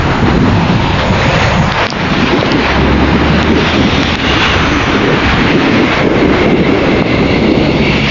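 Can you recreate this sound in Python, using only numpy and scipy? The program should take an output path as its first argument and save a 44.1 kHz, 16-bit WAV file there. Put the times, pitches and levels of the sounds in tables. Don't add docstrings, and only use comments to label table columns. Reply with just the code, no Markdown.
import sys
import numpy as np
from scipy import signal
from scipy.fft import rfft, irfft, next_fast_len
from scipy.io import wavfile
from scipy.ndimage import uniform_filter1d, minimum_filter1d

SR = 44100
rng = np.random.default_rng(int(sys.argv[2]) if len(sys.argv) > 2 else 0)


def persist_wave(psi):
    counts = np.round(np.clip(psi, -1, 1) * 32767).astype(np.int16)
    wavfile.write(sys.argv[1], SR, np.atleast_2d(counts).T)


N = 357233
T = np.arange(N) / SR


def gain_of(db):
    return 10 ** (np.asarray(db) / 20)


def evened(x):
    return x / np.sqrt(np.mean(x ** 2) + 1e-20)


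def curve(rows, t, order=1):
    rows = np.array(rows)
    return np.interp(t, rows[:, 0], rows[:, order])


def bumps(rows):
    swing_db = np.zeros(N)
    for middle, length, db in rows:
        swing_db += db * np.cos(np.pi * np.clip((T - middle) / length, -.5, .5)) ** 2
    return swing_db


def read(points, hz):
    f, db = np.transpose(points)
    return np.interp(np.log(hz + 1), np.log(f + 1), db)


def turbulence(colour, patchy_db, size=1024, eddy_size=11):
    hop = size // 4
    t = np.arange(N // hop + 5)[:, None] * hop / SR
    hz = np.fft.rfftfreq(size, 1 / SR)
    real, imag, eddies = rng.standard_normal((3, len(t), len(hz)))
    eddies = uniform_filter1d(eddies, size=eddy_size, axis=0)
    eddies = evened(uniform_filter1d(eddies, size=eddy_size, axis=1))
    shape = gain_of(colour(t, hz))
    shape = shape / np.linalg.norm(shape, axis=-1, keepdims=True)
    spectra = (real + 1j * imag) * shape * gain_of(patchy_db * eddies)
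    noise = signal.istft(spectra.T, nperseg=size, noverlap=size - hop)[1]
    return evened(noise[:N])


def band_pass(x, low_hz, high_hz):
    edges = np.clip([low_hz, high_hz], 1, SR / 4)
    return signal.sosfilt(signal.butter(4, edges, "band", fs=SR, output="sos"), x)


def flutter(rate_hz):
    size = next_fast_len(N, True)
    hz = np.fft.rfftfreq(size, 1 / SR)
    spectrum = rfft(rng.standard_normal(size)) * np.exp(-(hz / rate_hz) ** 2)
    return evened(irfft(spectrum, size)[:N])


# time in seconds, level in dB.
RUMBLE_LEVEL = [(0, -11), (.6, -16.5), (1.6, -15.5), (1.9, -23), (2.25, -20.5), (2.55, -24), (2.9, -25.5),
                (3.7, -21.5), (4.9, -17.5), (5.12, -32), (5.28, -14.5), (5.6, -28), (5.85, -20.5),
                (6.3, -19), (6.65, -24.5), (6.95, -19.5), (7.3, -20.5), (8.1, -22.5)]
# frequency in Hz, relative density in dB per Hz.
RUMBLE_SPECTRUM = [(10, -24), (25, -11.5), (45, -9.5), (65, -1.5), (95, -3.5), (125, -3.5), (170, -9.5),
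                   (400, -45.5)]


def rumble():
    noise = turbulence(lambda t, hz: read(RUMBLE_SPECTRUM, hz), patchy_db=1.4, size=4096)
    return noise * gain_of(curve(RUMBLE_LEVEL, T))


# start in seconds, end in seconds, firing rate at the start in Hz,
# climb in Hz per s, level of the fundamental at the start in dB, swell in dB per s,
# level of each of two overtones against the fundamental in dB.
ENGINE_DRONES = [(0.478, 1.049, 114.5, -4.5, -14.5, -6, -8), (2.529, 4.352, 64.9, 12.5, -13, -5.5, -10),
                 (4.2, 4.907, 64.4, 2, -19, 1, -10.5), (5.607, 8.397, 69.53, 0.57, -37.5, 6.5, 0)]
ENGINE_FADE_S = 0.34


def engines():
    out = np.zeros(N)
    for start, end, hz, climb, db, swell, overtones_db in ENGINE_DRONES:
        age = np.clip(T, start, end) - start
        pitch = (hz + climb * age) * (1 + .012 * flutter(rate_hz=11))
        turns = np.cumsum(pitch) / SR
        note = np.zeros(N)
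        for harmonic, level_db in enumerate((0, overtones_db, overtones_db), start=1):
            note += gain_of(level_db) * np.sin(2 * np.pi * harmonic * turns)
        fade = np.clip(np.minimum(T - start, end - T) / ENGINE_FADE_S, 0, 1)
        level = gain_of(db + swell * age + 1.0 * flutter(rate_hz=11))
        out += np.sqrt(2) * note * fade * level
    return out


# start in seconds, end in seconds, pitch at the start in Hz,
# climb in Hz per s, rms level at the middle in dB.
STREET_HUMS = [(0.926, 1.398, 524, 17, -24.5), (1.121, 1.78, 466.6, 110, -26), (1.716, 1.916, 467, 1, -28)]
HUM_WAVER = 0.0048


def hums():
    out = np.zeros(N)
    for start, end, hz, climb, db in STREET_HUMS:
        age = np.clip(T, start, end) - start
        pitch = (hz + climb * age) * (1 + HUM_WAVER * flutter(rate_hz=10.3))
        tone = np.sin(2 * np.pi * np.cumsum(pitch) / SR)
        swell = np.sqrt(2 * abs(np.sin(np.pi * age / (end - start))))
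        out += gain_of(db) * tone * swell
    return out


# start in seconds, length in seconds, level at the middle in dB.
FINGER_RUBS = [(1.87, 0.034, -20), (1.905, 0.026, -18)]
SLIPS_PER_S = 2100


def rubs():
    slips = rng.standard_normal(N) * (rng.random(N) < SLIPS_PER_S / SR)
    rattle = evened(band_pass(slips, low_hz=2200, high_hz=5200))
    press = np.zeros(N)
    for start, length, db in FINGER_RUBS:
        press += gain_of(db) * np.sin(np.pi * np.clip((T - start) / length, 0, 1))
    return rattle * press


# start in seconds, peak level in dB, low edge in Hz,
# high edge in Hz, decay time of the grit in seconds.
FINGER_TICKS = [(1.7190, -3, 1900, 4200, 0.00079), (1.7224, 6, 1300, 4480, .0004),
                (1.8683, 13.5, 1800, 4760, 0.00021), (1.8875, 1, 1000, 3600, .0016),
                (1.9037, 10.5, 2200, 5400, 0.00066), (1.926, 3.5, 80, 1100, 0.00022),
                (2.411, -1, 2300, 4670, .0008), (2.428, 5, 150, 600, 0.00073),
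                (2.461, -6, 1400, 4000, .0006), (2.519, 2, 2400, 5400, .0009),
                (3.4295, -0.5, 2000, 5140, 0.00046), (4.0322, 3, 700, 4880, .001),
                (4.1549, 9.5, 1210, 4940, .001), (4.2015, -3, 1400, 4200, .0018),
                (7.0235, 8, 79.5, 890, .0003), (7.1516, -8, 120, 550, 0.00044)]
TICK_GRIT = 0.22


def ticks():
    out = np.zeros(N)
    t = np.arange(SR // 50) / SR
    for start, db, low_hz, high_hz, decay in FINGER_TICKS:
        push = t == 0
        grit = TICK_GRIT * rng.standard_normal(len(t)) * np.exp(-t / decay)
        snap = band_pass(push + grit, low_hz, high_hz)
        out[round(start * SR):][:len(t)] += gain_of(db) * snap / abs(snap).max()
    return out


# start in seconds, length in seconds,
# pitch at the middle in Hz, glide in Hz per s, bandwidth in Hz, level at the middle in dB.
BREATHY_WHISTLES = [(0, 1.95, 932, 30, 177, -23), (0.945, 0.706, 601, 10, 301, -19.5),
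                    (1.053, 0.71, 6580, -0.5, 800, -37.5), (1.62, 0.35, 5070, 0, 900, -34),
                    (2.051, 1.3, 933, 40, 300, -25.5), (3.553, 1.1, 3490, 1.5, 380, -25.5),
                    (3.552, 0.69, 5600, 99.5, 595, -37.5), (4.197, 0.4, 2820, 49, 130, -23),
                    (4.201, 0.95, 6000, -450, 560, -37.5), (4.573, 0.56, 269, 3.5, 35, -19.5),
                    (5.476, .44, 276.8, -40, 69.4, -14), (5.299, 2.8, 2139, 20.5, 230, -23),
                    (5.999, 1.83, 470.2, 10, 280, -19.5), (6.035, 0.46, 310.7, -120, 110, -16.5),
                    (6.001, 2.4, 2696, 40, 230, -28), (6.097, 2.1, 3554, 58.5, 982, -30.5),
                    (6.907, 1.54, 4370, 355, 400, -34), (7.737, .6, 2300, 150.5, 170, -21),
                    (7.764, 0.74, 2760, 198.5, 298, -23)]
WHISTLE_WAVER, WHISTLE_FLICKER_DB = .01, 1.26


def whistles():
    out = np.zeros(N)
    waver, flicker = flutter(rate_hz=6), flutter(rate_hz=6.9)
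    for start, length, hz, glide, width, db in BREATHY_WHISTLES:
        through = np.clip((T - start) / length, 0, 1)
        smooth = signal.butter(2, width / 2, fs=SR, output="sos")
        slow_noise = signal.sosfilt(smooth, rng.standard_normal(N) + 1j * rng.standard_normal(N))
        pitch = (hz + glide * length * (through - .5)) * (1 + WHISTLE_WAVER * waver)
        carrier = np.exp(2j * np.pi * np.cumsum(pitch) / SR)
        breath = evened((slow_noise * carrier).real)
        swell = abs(np.sin(np.pi * through)) ** 0.34
        out += gain_of(db + WHISTLE_FLICKER_DB * flicker) * breath * swell
    return out


# time in seconds, low roar level in dB,
# rush level in dB, jet hiss level in dB.
FLAME_LEVELS = [(0, -19, -16, -25.5), (.35, -7.5, -17, -24.5), (.9, -16, -18, -21.5),
                (1.35, -12.5, -15, -19), (1.8, -19.5, -16, -25), (2.2, -14, -16, -18),
                (2.7, -10, -15.5, -21.5), (2.95, -11.5, -16, -23), (3.5, -12, -15.5, -20),
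                (4.05, -14, -16.5, -16.5), (4.45, -18, -13, -20.5), (4.8, -15, -13.5, -31),
                (5.35, -12, -14, -21.5), (5.75, -12, -15, -18.5), (6.2, -8.5, -16.5, -24),
                (6.9, -11, -17.5, -24), (7.6, -11, -19.5, -25.5), (8.1, -14.5, -19, -17.5)]
# time in seconds, factor on the frequencies of its spectrum.
ROAR_PITCH_FACTOR = [(0, 0.94), (.6, 0.71), (1.1, 0.62), (1.6, 0.52), (2.15, 0.88), (2.5, 1.08),
                     (2.95, 0.88), (3.55, 0.96), (5.1, 1.03), (5.3, 0.77), (5.55, 0.97), (5.85, 1.09),
                     (6.1, 1.14), (6.7, 1.1), (7.25, 0.92), (7.55, 1.19), (8.1, 0.88)]
# frequency in Hz, relative density in dB per Hz.
ROAR_SPECTRUM = [(60, -27), (110, -7.5), (160, -1.5), (260, 1), (340, -1), (450, -7), (600, -13.5),
                 (900, -36), (2000, -52.5)]


def flame_roar(swing_db):
    roar = turbulence(lambda t, hz: read(ROAR_SPECTRUM, hz / curve(ROAR_PITCH_FACTOR, t)),
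                      patchy_db=2.5, size=2048, eddy_size=4)
    return roar * gain_of(curve(FLAME_LEVELS, T, order=1) + swing_db + 1.84 * flutter(rate_hz=47))


RUSH_USUAL_DB, RUSH_OCTAVES_PER_DB = -15.5, 0.217


def rush_pitch(t):
    return 2 ** (RUSH_OCTAVES_PER_DB * (curve(FLAME_LEVELS, t, order=2) - RUSH_USUAL_DB))


# frequency in Hz, relative density in dB per Hz.
RUSH_SPECTRUM = [(150, -8.5), (350, -2), (520, -2), (700, -0.5), (920, 0), (1300, -2), (1700, -3),
                 (2200, -6.5), (2800, -11.5), (4000, -24), (7000, -40)]
# frequency in Hz, relative density in dB per Hz.
HISS_SPECTRUM = [(1000, -23), (1500, -5), (2000, 2), (2700, 2.5), (3200, -1), (4000, -3), (4600, -8.5),
                 (5500, -13.5), (6200, -19), (6900, -23.5), (7400, -18)]
# middle in seconds, length in seconds,
# swing of rush and hiss in dB.
JET_SURGES = [(.125, 0.068, 2.5), (.285, .1, 6), (.39, 0.21, -1.5), (1.44, .14, 2), (2.71, .14, 1),
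              (4.43, .12, 2), (5.29, 0.18, 2.5), (6.425, .08, 1.5), (6.5, .14, -0.5)]
RUSH_DUCK, HISS_DUCK = 0.28, 0.35


def gas_jet(swing_db):
    rush = turbulence(lambda t, hz: read(RUSH_SPECTRUM, hz / rush_pitch(t)), patchy_db=0.75)
    rush *= gain_of(curve(FLAME_LEVELS, T, order=2) - RUSH_DUCK * swing_db)
    hiss = turbulence(lambda t, hz: read(HISS_SPECTRUM, hz), patchy_db=1.5)
    hiss *= gain_of(curve(FLAME_LEVELS, T, order=3) - HISS_DUCK * swing_db)
    return (rush + hiss) * gain_of(bumps(JET_SURGES) + 0.7 * flutter(rate_hz=23))


# middle in seconds, length in seconds,
# swing of the roar in dB.
ROAR_BILLOWS = [(1.002, 0.071, -15.5), (1.106, 0.1, 6), (1.599, 0.18, 8.5), (1.38, 0.43, -4),
                (1.807, 0.16, -17), (2.133, 0.22, 2.5), (2.39, 0.15, -1.5), (2.55, 0.048, 3.5),
                (2.7, 0.26, -6), (2.84, 0.18, 1.5), (3.528, 0.19, 4), (3.708, 0.16, -6.5), (3.826, 0.26, 6),
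                (5.085, 0.23, 6), (5.559, .12, 6.5), (5.737, 0.2, 3), (5.947, 0.21, -9.5), (6.08, .14, 3.5),
                (6.386, 0.23, -6.5), (6.51, 0.28, 4.5), (7.691, 0.08, 2.5), (8.087, 0.13, -4.5)]


def burner():
    swing_db = bumps(ROAR_BILLOWS)
    return flame_roar(swing_db) + gas_jet(swing_db)


def scene():
    street = rumble() + engines() + hums()
    handling = rubs() + ticks()
    return (street + handling + whistles() + burner())[None]


EDGE_HZ = 7200
STOP_BAND_DB = -54


def band_limit(x):
    low_pass = signal.firwin(301, EDGE_HZ, window=("kaiser", 8), fs=SR)
    return signal.oaconvolve(x, low_pass[None], "same") + gain_of(STOP_BAND_DB) * x


def limiter(x, ceiling_db, recovery_db_per_s, linger_share, linger_db_per_s):
    over_db = np.maximum(20 * np.log10(abs(x).max(0) + 1e-9) - ceiling_db, 0)
    quick, slow = T * recovery_db_per_s, T * linger_db_per_s
    quick_db = np.maximum.accumulate(over_db + quick) - quick
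    slow_db = np.maximum.accumulate(linger_share * over_db + slow) - slow
    held_db = np.maximum(quick_db, slow_db)
    gain_db = uniform_filter1d(minimum_filter1d(-held_db, size=15), size=15)
    return x * gain_of(gain_db)


CONVERTER_HZ, MIRROR_FROM_HZ = 16000, 600


def mirror(x):
    high_pass = signal.butter(1, MIRROR_FROM_HZ, "high", fs=SR, output="sos")
    thin = signal.sosfilt(high_pass, x)
    analytic = signal.hilbert(thin, next_fast_len(N))[:, :N]
    return (analytic * np.exp(-2j * np.pi * CONVERTER_HZ * T)).real


def record(dry):
    limited = limiter(band_limit(dry), ceiling_db=-0.25, recovery_db_per_s=154,
                      linger_share=0.56, linger_db_per_s=48.5)
    return band_limit(limited + mirror(limited))


dry = scene()
out = record(dry)
persist_wave(out)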